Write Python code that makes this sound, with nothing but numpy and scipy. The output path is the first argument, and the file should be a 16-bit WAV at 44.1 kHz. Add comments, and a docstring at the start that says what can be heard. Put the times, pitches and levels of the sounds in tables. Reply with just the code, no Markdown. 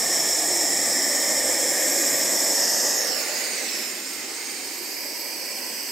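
"""Gas torch at a wire splice

A small gas torch burns close to a pair of microphones: noise shaped frame by frame gives a low roar and a hiss,
with whistles as resonant peaks. It heats a wire splice, is lifted away to the right, where its echo off
the table sweeps comb stripes through the hiss, and is held aside. A faint low hum, a wavering sine over
rumble, comes and goes, and a thin steady sine sits at the top."""
import sys
import numpy as np
from scipy import signal
from scipy.io import wavfile
from scipy.ndimage import uniform_filter1d

SR = 44100
rng = np.random.default_rng(int(sys.argv[2]) if len(sys.argv) > 2 else 0)


def unload_audio(sound):
    """Save the sound as a 16-bit wav file, at the path given as the first command line argument."""
    columns = np.transpose(np.atleast_2d(sound))
    # keep every value between -1 and 1, then stretch to whole-number steps
    steps = np.round(np.clip(columns, -1, 1) * 32767)
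    wavfile.write(sys.argv[1], SR, steps.astype(np.int16))


N = 260631
FRAME = 1024   # samples
HOP = FRAME // 4
FRAME_S = np.arange(2 * N // (FRAME // 2) + 8) * HOP / SR
BIN_HZ = np.maximum(np.arange(FRAME // 2 + 1) * SR / FRAME, 1.0)[:, None]

# The hand moves the torch through places 0 at the wire, 1 turned, 2 lifted, 3 held aside.
# Each row: start in seconds, length in seconds, places moved.
MOVES = [(1.3, 0.99, 0.11), (2.45, 0.28, 0.96), (2.9, 0.26, 0.99), (4.6, 0.64, 0.81)]


def from_db(db):
    """Level to amplitude: 20 dB is a factor of ten."""
    return 10 ** (np.asarray(db) / 20)


def ramp(s, start, length):
    """Linear transition: rises evenly from 0 to 1 over the given time."""
    return np.clip((s - start) / max(length, 1e-3), 0, 1)


def spell(s, start, length, fade):
    """Gated envelope: fades in, holds at 1 and fades out."""
    return ramp(s, start - fade / 2, fade) * (1 - ramp(s, start + length - fade / 2, fade))


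def place_of(moves):
    """Displacement as a running sum: the place at every frame adds up the moves made so far."""
    return sum(step * ramp(FRAME_S, start, length) for start, length, step in moves)


def at_hz(points):
    """Spectral envelope: a table interpolated over log frequency at every bin."""
    hz, values = np.transpose(points)
    return np.interp(np.log(BIN_HZ), np.log(hz), values)


def blend(place, *tables):
    """Spectral interpolation: glides from one table to the next as the place changes."""
    return sum(np.clip(1 - abs(place - k), 0, 1) * at_hz(points) for k, points in enumerate(tables))


def power_one(gain, low_hz, high_hz):
    """Band-power normalisation: white noise through every frame has rms 1 in the band."""
    band = (BIN_HZ >= low_hz) & (BIN_HZ < high_hz)
    return gain / np.sqrt(np.mean(gain ** 2 * band, axis=0))


def flicker(rate, width_hz):
    """Random modulation: noise smoothed over 1/rate seconds and width_hz, with spread 1."""
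    bins = max(1, int(width_hz * FRAME / SR))
    frames = max(1, int(1 / (rate * FRAME_S[1])))
    field = rng.standard_normal((len(BIN_HZ), len(FRAME_S)))
    field = uniform_filter1d(field, bins, axis=0, mode="wrap")
    field = uniform_filter1d(field, frames, axis=1, mode="wrap")
    return field / field.std()


def shaped_noise(gain, alike, balance_db):
    """Time-varying filtering of stereo noise: mid and side shares set the coherence of the two sides."""
    white = rng.standard_normal((2, len(FRAME_S) * HOP - HOP))
    mid, side = signal.stft(white, nperseg=FRAME, noverlap=FRAME - HOP)[2][:, :, :len(FRAME_S)]
    shared = np.sqrt((1 + alike) / 2) * mid
    own = np.sqrt((1 - alike) / 2) * side
    left = (shared + own) * from_db(balance_db / 2)
    right = (shared - own) * from_db(-balance_db / 2)
    return signal.istft(gain * np.array([left, right]), nperseg=FRAME, noverlap=FRAME - HOP)[1][:, :N]


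def steady_tone():
    """A pure tone: one sine of constant pitch and level."""
    tone_hz, rms_db = 15734, -66
    return from_db(rms_db) * np.sqrt(2) * np.sin(2 * np.pi * tone_hz * np.arange(N) / SR)


def hum():
    """Frequency and amplitude modulation: spells of a wavering low sine over lumpy band-limited rumble."""
    # Spells of hum with more rumble under them. Each row: start in seconds, length in seconds,
    # mean pitch in Hz, hum level in dB before its throb, added rumble gain in dB before its lumps.
    spells = [(-.1, 1.05, 72, -62, -69), (1.0, 0.24, 70, -77, -78), (1.336, 0.38, 70, -64, -61.5),
              (1.9, .43, 69.5, -78, -82), (2.76, 0.46, 67, -69, -80), (3.52, 0.1, 65.7, -70, -70),
              (4.15, 0.73, 63.7, -77, -71), (5.06, .1, 64, -87, -80)]
    fade_s, waver_hz, quiet_rumble_db = 0.054, 1.45, -83
    throb_db, lump_db, rumble_band_hz = 2.3, 4.5, (35, 155)
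    t = np.arange(N) / SR
    waver, lumps, throb = [np.interp(t, FRAME_S, flicker(rate, 22000)[0]) for rate in (6, 9, 12)]
    tone, rumble_gain = 0, from_db(quiet_rumble_db)
    for start, length, hz, hum_db, rumble_db in spells:
        on = spell(t, start, length, fade_s)
        phase = 2 * np.pi * np.cumsum(hz + waver_hz * waver) / SR
        tone = tone + from_db(hum_db) * on * np.sqrt(2) * np.sin(phase)
        rumble_gain = rumble_gain + from_db(rumble_db) * on
    band = signal.butter(2, rumble_band_hz, "band", fs=SR, output="sos")
    noise = signal.sosfilt(band, rng.standard_normal((2, N + SR)))[:, SR:]   # drop the filter's onset
    noise = noise + 0.44 * noise[::-1]   # partly alike on both sides
    rumble = rumble_gain * from_db(lump_db * lumps) * noise / noise.std()
    return from_db(throb_db * throb) * tone + rumble


def echo(delays, colour):
    """Delay as a phase factor; random patches of time and frequency make the copy stronger or weaker."""
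    fade_s = 0.076
    patchy = from_db(at_hz(colour)) * (.85 + .3 * flicker(5, 1500))
    out = 0
    for start, length, from_ms, to_ms, strength in delays:
        delay_ms = from_ms + (to_ms - from_ms) * ramp(FRAME_S, start, length)
        share = np.clip(strength * spell(FRAME_S, start, length, fade_s) * patchy, 0, .9)
        out = out + share * np.exp(-2j * np.pi * BIN_HZ * delay_ms / 1000)
    return out


def table_echo():
    """Reflection off the table: row by row the path delay slides evenly or holds still."""
    # Each row: start in seconds, length in seconds, first delay in ms, last delay in ms,
    # strength as a ratio before colour and patchiness.
    delays = [(2.96, .28, .29, .44, .75), (3.24, .2, .43, .43, .35), (3.43, .52, .43, .58, .7),
              (3.95, .25, .575, .57, .45), (4.2, .2, .57, .46, .55), (4.4, .25, .46, .46, .5),
              (4.65, .4, .47, .41, .4)]
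    # What the table throws back. Each row: frequency in Hz, level in dB.
    colour = [(2500, -20), (3600, -9), (5000, -7), (6500, -1), (9000, 0), (10500, -10), (13000, -20)]
    return echo(delays, colour)


def swing_echo():
    """A second delayed path while the hand swings out, with a colour of its own."""
    # Each row: start in seconds, length in seconds, first delay in ms, last delay in ms,
    # strength as a ratio before colour and patchiness.
    delays = [(2.94, .31, .41, .81, .62)]
    # Colour of this echo. Each row: frequency in Hz, level in dB.
    colour = [(1100, -20), (1700, 0), (2500, -2), (3300, -16), (6000, -16), (7500, -4), (11000, -5),
              (14000, -12)]
    return echo(delays, colour)


def whistles(hiss_db, roar_place):
    """Resonance: jet noise rings in two peaks, a steady part under the hiss plus swells; returns power."""
    # Nozzle whistle, then top whistle. 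Each row: frequency at the wire in Hz, width in Hz.
    resonances = [(5400, 300), (12200, 900)]
    # Steady part of each whistle: one level each, in dB relative to the hiss.
    under_hiss_db = [-19.5, -23]
    # Each row: start in seconds, length in seconds, nozzle whistle in dB, top whistle in dB.
    swells = [(1.75, .8, -49, -38.5), (2.525, 0.19, -31, -40), (2.94, .3, -29.5, -42),
              (3.697, .2, -34.5, -44), (3.8, 0.39, -59, -47.5), (4.73, 0.57, -50, -44.5)]
    fade_s = 0.067
    sag = 0.041   # share by which the nozzle whistle sounds lower for each place the roar has moved
    power = 0
    for k, (hz, width) in enumerate(resonances):
        centre_hz = hz * (1 - sag * roar_place * (k == 0))
        peak = 1 / (1 + (2 * (BIN_HZ - centre_hz) / width) ** 2)   # a resonance passed twice
        steady = from_db(hiss_db + under_hiss_db[k]) ** 2
        swell = sum((from_db(row[2 + k]) * spell(FRAME_S, row[0], row[1], fade_s)) ** 2 for row in swells)
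        power = power + (steady + swell) * power_one(peak, 20, 16000) ** 2
    return power


def hiss(hiss_db):
    """Jet noise and comb interference: direct sound and echoes cancel in stripes; returns power."""
    # Colour heard from each place. Each row: frequency in Hz, level per Hz in dB.
    at_wire, turned = [(820, -59), (1400, -21.5), (1800, -1.5), (2300, -9), (2810, -21), (3240, -13.5),
                       (4700, -16), (5390, 4), (6150, -10), (6990, 0.5), (8150, -1), (8700, -9),
                       (10400, -14), (14900, -15.5), (15700, -28)], [(820, -53), (1400, -24), (1700, -7), (1900, -5.5), (2160, -19),
                                             (2730, -18), (3240, -19.5), (4300, -20), (5370, 2), (5830, -5),
                                             (7810, -4), (10700, -24), (12300, -11), (15700, -34)]
    lifted, aside = [(710, -65), (1200, -10.5), (1520, -2.5), (2100, 3), (3410, -8), (4560, 1), (5180, 2.5),
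                     (5830, -2), (7310, 1.5), (8590, -1.5), (11000, -13), (12500, -9), (15700, -14)], [(800, -32), (1600, -12), (2100, -5), (2990, -10.5), (3560, -20.5),
                                          (4150, -15), (4450, -3.5), (5000, 0), (5750, -5.5), (7100, -15),
                                          (8050, -2.5), (9700, -20), (12000, -6.5), (13400, -15.5),
                                          (14700, -11), (15700, -19)]
    comb = abs(1 + table_echo() + swing_echo())
    colour = from_db(blend(place_of(MOVES), at_wire, turned, lifted, aside)) * comb
    return (from_db(hiss_db) * power_one(colour, 6000, 10000)) ** 2


def roar(roar_db, roar_place):
    """Broadband combustion noise whose colour glides with place; returns power."""
    # Colour heard from each place. Each row: frequency in Hz, level per Hz in dB.
    at_wire, lifted, aside = [(82, -55), (140, -22), (308, -3.5), (352, -2.5), (390, -6), (459, -6.5),
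                              (520, 0), (627, -1), (830, -8), (1040, -14), (1220, -12), (1400, -20),
                              (1820, -49), (3080, -120)], [(94, -68), (160, -48), (221, -9), (285, -9),
                                                    (346, -5.5), (575, -17), (617, -10.5), (686, -28.5),
                                                    (729, -12), (1300, -20), (1690, -35), (2860, -120)], [(94, -58), (160, -21.5), (285, -6),
                                                                         (374, -0.5), (435, -15),
                                                                         (500, -2.5), (892, -11.5),
                                                                         (965, -4), (1230, -29),
                                                                         (1300, -21), (1690, -46),
                                                                         (2860, -120)]
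    colour = from_db(blend(roar_place, at_wire, lifted, aside))
    return (from_db(roar_db) * power_one(colour, 150, 1300)) ** 2


def torch():
    """Power addition: roar, hiss and whistles share one turbulent flow; returns gain by frequency and time."""
    # Levels before the flicker. Each row: time in seconds, roar in dB (150-1300 Hz), hiss in dB (6-10 kHz).
    levels = [(0, -32, -25.5), (1.2, -32, -25.5), (2.5, -32, -25), (2.9, -32, -25.5), (3.1, -33, -30),
              (3.28, -34, -32), (3.45, -37, -31), (3.75, -39.5, -33.5), (4.05, -42, -36.5),
              (4.55, -42, -36), (5.0, -41.5, -38.5), (5.91, -42.5, -37.5)]
    # The roar spreads all round and changes later, through places 0 at the wire, 1 lifted, 2 held aside.
    # Each row: start in seconds, length in seconds, places moved.
    roar_moves = [(3.05, 0.99, 0.74), (4.65, .35, 0.89)]
    ripple_db, puff_db, puffs_below_hz = 2, 5, 280
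    seconds, *columns = np.transpose(levels)
    roar_db, hiss_db = [np.interp(FRAME_S, seconds, column) for column in columns]
    roar_place = place_of(roar_moves)
    power = roar(roar_db, roar_place) + hiss(hiss_db) + whistles(hiss_db, roar_place)
    # narrow ripples drift slowly, and the bottom of the roar comes in puffs
    bass = np.clip(2 - 2 * BIN_HZ / puffs_below_hz, 0, 1)
    drift_db = ripple_db * flicker(1.494, 90) + puff_db * bass * flicker(7.4, 220)
    # the whole flow trembles together, and patches of the treble flicker on their own
    treble = np.clip(BIN_HZ / 5000, 0, 1)
    tremble_db = 0.2 * flicker(25, 20800) + 0.94 * treble * flicker(30, 1500)
    return np.sqrt(power) * from_db(drift_db + tremble_db)


def flame():
    """Stereo imaging: coherence and level difference place the torch between the microphones."""
    # Each row: frequency in Hz, left-right likeness as a correlation.
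    likeness_at_wire, likeness_aside = [(60, 0.73), (130, 0.67), (290, 0.95), (640, 0.93), (1410, 0.98),
                                        (3100, 0.91), (6820, 0.92), (15000, 0.92)], [(60, 0.57), (130, 0.57), (290, 0.99),
                                                                  (640, 0.81), (1410, 0.58), (3100, 0.65),
                                                                  (6820, 0.56), (15000, 0.94)]
    # Each row: frequency in Hz, left minus right in dB.
    balance_at_wire, balance_aside = [(60, -1.0), (92, -1.0), (140, -5), (210, 0.5), (330, -1.5),
                                      (500, -0.5), (770, -0.8), (1170, -4.5), (1790, -0.8), (2740, 0.5),
                                      (4190, -2.5), (6410, -1.8), (9810, -0.18), (15000, -0.5)], [(60, -0.5), (92, 0.0), (140, -2), (210, 1),
                                                               (330, -1.5), (500, -1.5), (770, -2),
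                                                               (1170, -2.5), (1790, -5), (2740, -6.5),
                                                               (4190, -5.5), (6410, -4), (9810, -1),
                                                               (15000, 0.5)]
    aside = np.clip(place_of(MOVES) - 1, 0, 1)
    alike = np.clip(blend(aside, likeness_at_wire, likeness_aside), 0, 1)
    return shaped_noise(torch(), alike, blend(aside, balance_at_wire, balance_aside))


def scene():
    """Superposition: the steady tone, the hum with its rumble and the flame add up."""
    return steady_tone() + hum() + flame()


def record(dry):
    """Band limiting: a steep elliptic low-pass cuts the top."""
    cutoff_hz = 15770
    return signal.sosfilt(signal.ellip(14, .5, 80, cutoff_hz, fs=SR, output="sos"), dry)


dry = scene()
out = record(dry)
unload_audio(out)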